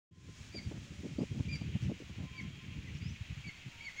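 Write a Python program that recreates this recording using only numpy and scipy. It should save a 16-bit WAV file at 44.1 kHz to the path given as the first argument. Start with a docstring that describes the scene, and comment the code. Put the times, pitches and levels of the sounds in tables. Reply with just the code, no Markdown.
"""A bird repeats a short arched chirp across a pond ringed by trees, heard on one microphone.
A smaller bird adds rising whistles, and there are a few faint hoarse calls; all of these scatter off
the trees and echo once from the bank. Level hoots and a thin trill carry from far off. Close up, light
wind buffets the microphone, over a steady outdoor hiss with a leafy rustle and a flickering bright band."""
import sys
import numpy as np
from scipy import signal
from scipy.fft import rfft, irfft
from scipy.io import wavfile

SR = 44100
rng = np.random.default_rng(int(sys.argv[2]) if len(sys.argv) > 2 else 0)


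def transcribe(signal):
    """Save signal, clipped to [-1, 1], as a 16-bit WAV file at the path in sys.argv[1]."""
    frames = np.atleast_2d(signal).T
    limited = np.clip(frames, -1, 1)
    pcm = np.round(limited * 32767).astype(np.int16)
    wavfile.write(sys.argv[1], SR, pcm)


N = 176400

# main bird: start_s, length_s, top_hz, fundamental_db, second_db, third_db, swell_db, dip_at_share
CHIRPS = [(0.52, 0.076, 2394, -55, -47, -67, 7, .52), (1.479, 0.087, 2422, -45.5, -47.5, -62.5, 6.5, 0.86),
          (2.334, 0.074, 2344, -50.5, -59.5, -81, 8.5, 0.46), (2.855, 0.038, 2080, -57.5, -68, -67, -4, .3),
          (3.432, .072, 2290, -51, -57.5, -71, 8, 0.64), (3.798, .094, 2288, -49, -56.5, -67, 11, 0.46),
          (3.96, .09, 2183, -41.5, -51, -48.5, -1, 0.18)]
# smaller bird: start_s, length_s, from_hz, to_hz, level_db
WHISTLES = [(1.18, 0.053, 4570, 5200, -67.5), (2.944, 0.014, 5050, 5800, -63),
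            (2.967, 0.024, 4500, 7150, -67), (3.014, 0.085, 4640, 5420, -63),
            (3.082, 0.034, 5600, 6150, -61.5)]
# hoarse calls: start_s, length_s, level_db
RASPS = [(1.55, 0.027, -58), (1.815, .055, -60.5), (1.986, 0.029, -63), (2.4, 0.033, -63),
         (3.888, 0.023, -60.5)]
# colour of the hoarse calls: frequency_hz, relative_db
RASP_SPECTRUM = [(1000, -22), (1500, 1), (2300, 3), (3300, -1), (4200, -4.5), (6000, 4), (7300, -8),
                 (9000, -15.5), (14000, -31)]
# wind on the microphone: start_s, length_s, eddy_db, eddy_hz, turbulence_db
BUFFETS = [(0.544, .022, -46, 272, -80), (0.575, 0.062, -51, 195, -68), (0.654, 0.041, -37.5, 111, -75),
           (0.711, 0.021, -45.5, 290, -58), (0.738, 0.046, -44.5, 154, -64),
           (1.033, 0.04, -41.5, 212, -64.5), (1.08, 0.06, -45, 154, -68), (1.185, 0.012, -32.5, 286, -53),
           (1.202, 0.024, -33, 190, -52), (1.227, 0.015, -36, 268, -58), (1.345, 0.056, -42.5, 170, -65),
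           (1.394, 0.019, -31, 137, -57), (1.452, 0.031, -38.5, 109, -87), (1.508, 0.064, -40, 135, -76),
           (1.611, 0.0137, -36, 160, -57.5), (1.635, 0.061, -41, 127, -73), (1.751, 0.02, -31, 128, -57),
           (1.825, 0.084, -35.5, 132, -67.5), (1.895, 0.032, -38.5, 256, -58), (2.0, 0.032, -49, 280, -79),
           (2.094, 0.014, -47.5, 171, -64.5), (2.183, 0.078, -42.5, 154, -62.5),
           (2.385, .125, -45, 145, -75), (2.67, 0.058, -55.5, 130, -85), (2.745, 0.046, -40.5, 115, -78),
           (2.94, 0.066, -47.5, 127, -88), (3.005, .032, -42, 122, -83), (3.055, 0.092, -41.5, 113, -82),
           (3.208, 0.032, -40.5, 90, -78), (3.295, .036, -40, 94, -77), (3.368, 0.044, -44, 97, -80),
           (3.455, 0.04, -46, 143, -81), (3.66, 0.031, -44, 107, -86)]
# colour of the rumble between buffets: frequency_hz, relative_db
RUMBLE_SPECTRUM = [(20, -38), (40, -33), (70, 3.5), (110, 2.5), (200, -4.5), (330, -14.5), (500, -25.5),
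                   (1000, -58), (3000, -71)]
# strength of the rumble: time_s, level_db
RUMBLE_LEVEL = [(0.1, -51), (0.4, -54.5), (0.75, -49.5), (0.95, -53), (1.3, -47), (1.8, -45), (1.97, -56),
                (2.3, -52.5), (2.56, -52.5), (2.8, -47.5), (3.4, -60), (3.56, -62.5), (3.75, -60.5),
                (4.0, -68)]
# far hoots: start_s, length_s, from_hz, to_hz, level_db
HOOTS = [(0.05, 0.38, 1038, 1036, -74.5), (0.84, 0.31, 565, 602, -74), (1.34, 0.33, 559, 592, -73),
         (2.1, 0.26, 1034, 1025, -75), (2.26, 0.22, 1034, 1040, -67), (2.57, .2, 1045, 1035, -72),
         (3.7, 0.2, 943, 913, -72.5)]
# narrow band of the far trill: frequency_hz, relative_db
TRILL_SPECTRUM = [(2800, -51), (3130, -16), (3240, 3.5), (3350, -18.5), (3700, -47.5)]
# swells of the trill: time_s, level_db
TRILL_LEVEL = [(0.1, -76), (1.3, -73), (1.8, -65.5), (1.92, -77), (2.45, -63.5), (2.9, -74), (4.0, -68)]
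# colour of the open air: frequency_hz, relative_db
HISS_SPECTRUM = [(100, 12), (400, -5), (800, -3), (1300, -1), (1800, 2), (2400, 4.5), (3200, 2),
                 (4100, -1.5), (5200, -6), (7000, -4.5), (8300, -18), (10500, -23), (13800, -31),
                 (14700, -20), (15800, -20)]
# strength of the hiss: time_s, level_db
HISS_LEVEL = [(0.1, -67), (0.4, -58), (0.7, -58.5), (1.4, -58.5), (1.85, -58), (2.6, -59), (4.0, -56)]
# high rustle, as of leaves: frequency_hz, relative_db
RUSTLE_SPECTRUM = [(2500, -24), (4200, -3.5), (5500, 2), (7000, 1.5), (8500, -9), (10000, -14.5),
                   (12000, -36), (16000, -24)]
# strength of the rustle: time_s, level_db
RUSTLE_LEVEL = [(0.1, -72.5), (0.45, -65), (0.9, -67.5), (1.4, -69), (2.4, -83), (4.0, -80)]
# bright band in the hiss: frequency_hz, relative_db
SHIMMER_SPECTRUM = [(1000, -32), (1800, -6), (2300, 4.5), (2800, 4), (3300, -4), (3800, -10), (6000, -53)]
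# strength of the bright band: time_s, level_db
SHIMMER_LEVEL = [(0.1, -80), (1.2, -64.5), (1.75, -58), (2.1, -63.5), (2.7, -60.5), (3.3, -59), (4.0, -60)]


def chirps():
    """The main bird: a clean tone arches up, sags and breaks off; overtones flare as the bill opens."""
    top_at, flare_at, flare_width, dip_width = 0.345, 0.67, 0.2, 0.12  # shares of the note's length
    start_sag, end_sag, final_drop = 0.067, 0.0754, 0.11  # shares of the top pitch
    drop_s, overtone_fade_s, dip_db = 0.0044, 0.011, -10.5
    out, waver, flutter = np.zeros(N), 0.0044 * wander(250), undb(2.5 * wander(90))
    for start, length, top_hz, fundamental_db, second_db, third_db, swell_db, dip_at in CHIRPS:
        t, span = note_times(start, length)
        progress = t / length
        rising = start_sag * (1 - progress / top_at) ** 2
        falling = end_sag * ((progress - top_at) / (1 - top_at)) ** 2
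        sag = np.where(progress < top_at, rising, falling)
        drop = final_drop * np.exp((t - length) / drop_s)  # the pitch collapses as the note stops
        phase = 2 * np.pi * np.cumsum(top_hz * (1 - sag - drop + waver[span])) / SR
        flare = 0.21 + 0.79 * np.exp(-((progress - flare_at) / flare_width) ** 2)
        flare *= np.clip((length - t) / overtone_fade_s, 0, 1)
        overtone_dbs = [second_db, third_db, second_db - 31.5]
        overtones = sum(undb(db) * np.sin(k * phase) for k, db in enumerate(overtone_dbs, 2))
        dip = np.exp(-((progress - dip_at) / dip_width) ** 2)  # the fundamental weakens briefly
        level_db = fundamental_db + swell_db * (progress - .5) + dip_db * dip
        tone = undb(level_db) * np.sin(phase) + flare * overtones
        envelope = flutter[span] * gate(t, length, attack_s=0.022, release_s=0.006)
        add(out, np.sqrt(2) * tone * envelope, start)
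    return out


def whistles():
    """The smaller bird: quick, high notes that slide upwards."""
    return glides(WHISTLES, edge_s=0.0027, jitter=0.011, jitter_hz=110, flutter_db=3.0)


def rasps():
    """Faint hoarse calls: short bursts of toneless, grainy noise."""
    t = np.arange(N) / SR
    envelope = sum(undb(db) * gate(t - start, length, .005, length / 2) for start, length, db in RASPS)
    return envelope * unit(noise(RASP_SPECTRUM) * undb(2.6 * wander(300)))


def banks(calls):
    """Around the pond, trees scatter a short tail and the bank returns one soft echo."""
    tail_db, t60_s, gap_s, echo_s, echo_db = -7, .34, 0.0054, 0.095, -23
    t = np.arange(SR) / SR
    tail = rng.standard_normal(SR) * undb(-60 * t / t60_s) * (t > gap_s)
    response = undb(tail_db) * tail / np.sqrt(np.sum(tail ** 2))
    response[0] += 1  # straight path to the microphone
    response[int(echo_s * SR)] += undb(echo_db)
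    return signal.fftconvolve(calls, response)[:N]


def wind():
    """Eddies strike the microphone port: small ones flutter, large ones thump; a rumble joins them."""
    size, rise_s, fall_s = 16384, 0.005, 0.0089
    out = noise(RUMBLE_SPECTRUM) * curve(RUMBLE_LEVEL) * undb(4.1 * wander(22))
    t, f = np.arange(size) / SR, np.arange(1, size // 2 + 2) * SR / size
    turbulence = band(f, centre_hz=556, width=1, top_hz=1400)
    for start, length, eddy_db, eddy_hz, turbulence_db in BUFFETS:
        eddy = band(f, centre_hz=eddy_hz, width=0.81, top_hz=2.67 * eddy_hz)
        push = gate(t, length + rise_s, rise_s, fall_s) ** 2
        for spectrum, level_db in ((eddy, eddy_db), (turbulence, turbulence_db)):
            puff = push * irfft(spectrum * np.exp(2j * np.pi * rng.random(len(f))), size)
            puff_rms = np.sqrt(np.sum(puff ** 2) / (length * SR))
            add(out, undb(level_db) * puff / puff_rms, start - rise_s / 2)
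    low_cut = signal.butter(3, 48, "high", fs=SR, output="sos")
    return signal.sosfilt(low_cut, out)


def hoots():
    """Far off: soft-edged notes that hold a nearly level pitch."""
    return glides(HOOTS, edge_s=0.032, jitter=0.0011, jitter_hz=70, flutter_db=2.6)


def trill():
    """Far in the background, perhaps an insect: a band of noise so narrow it is a wavering note."""
    return noise(TRILL_SPECTRUM) * curve(TRILL_LEVEL)


def hiss():
    """Steady open air, an early rustle and a flickering bright band, perhaps far birds and insects."""
    air = noise(HISS_SPECTRUM) * curve(HISS_LEVEL) * undb(.5 * wander(19))
    rustle = noise(RUSTLE_SPECTRUM) * curve(RUSTLE_LEVEL) * undb(1.24 * wander(20))
    shimmer = noise(SHIMMER_SPECTRUM) * curve(SHIMMER_LEVEL) * undb(2.1 * wander(35))
    return air + rustle + shimmer


def glides(notes, edge_s, jitter, jitter_hz, flutter_db):
    """Pure, slightly unsteady notes that slide from one pitch to another."""
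    out = np.zeros(N)
    waver, flutter = 1 + jitter * wander(jitter_hz), undb(flutter_db * wander(jitter_hz / 2))
    for start, length, from_hz, to_hz, level_db in notes:
        t, span = note_times(start, length)
        pitch_hz = (from_hz + (to_hz - from_hz) * t / length) * waver[span]
        tone = np.sqrt(2) * np.sin(2 * np.pi * np.cumsum(pitch_hz) / SR)
        add(out, undb(level_db) * tone * flutter[span] * gate(t, length, edge_s, edge_s), start)
    return out


def undb(db):
    return 10 ** (np.asarray(db) / 20)


def unit(x):
    return x / np.sqrt(np.mean(x ** 2) + 1e-20)


def curve(points):
    """Gain through points of time_s, level_db."""
    return undb(np.interp(np.arange(N) / SR, *np.array(points).T))


def wander(rate_hz):
    """Smooth random drift with a spread of one."""
    f = np.arange(N // 2 + 1) * SR / N
    return unit(irfft(rfft(rng.standard_normal(N)) / (1 + (f / rate_hz) ** 4), N))


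def noise(spectrum):
    """Noise of unit RMS, coloured by points of frequency_hz, relative_db."""
    hz, db = np.array(spectrum).T
    f = np.arange(N // 2 + 1) * SR / N
    gain = undb(np.interp(np.log(f + 1), np.log(hz), db))
    return unit(irfft(rfft(rng.standard_normal(N)) * gain, N))


def band(f, centre_hz, width, top_hz):
    """A spectral hump, its width a share of the centre, rolled off above top_hz."""
    return 1 / (1 + ((f / centre_hz - centre_hz / f) / width) ** 2) / (1 + (f / top_hz) ** 4)


def gate(t, length_s, attack_s, release_s):
    """Smooth attack, hold and release."""
    attack = np.sin(np.pi / 2 * np.clip(t / attack_s, 0, 1))
    return attack * np.sin(np.pi / 2 * np.clip((length_s - t) / release_s, 0, 1))


def note_times(start_s, length_s):
    """Seconds into a note, and its sample positions in the scene, wrapped at the end."""
    samples = np.arange(int(length_s * SR))
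    return samples / SR, (int(start_s * SR) + samples) % N


def add(out, sound, start_s):
    """Mix a sound in at a time."""
    i = max(int(start_s * SR), 0)
    out[i:i + len(sound)] += sound[:max(N - i, 0)]


def scene():
    """The pond in mono: birds with their reflections, far calls, wind and open air."""
    birds = chirps() + rasps() + whistles()
    far_hoots = hoots()
    return (banks(birds) + far_hoots + trill() + wind() + hiss())[None]


def record(dry):
    """The recorder fades in and cuts the top."""
    fade_start_s, fade_s, top_hz = 0.11, 0.26, 15750
    fade = np.clip((np.arange(N) / SR - fade_start_s) / fade_s, 0, 1) ** 0.55
    high_cut = signal.ellip(10, .2, 70, top_hz, fs=SR, output="sos")
    return signal.sosfilt(high_cut, dry * fade)


dry = scene()
out = record(dry)
transcribe(out)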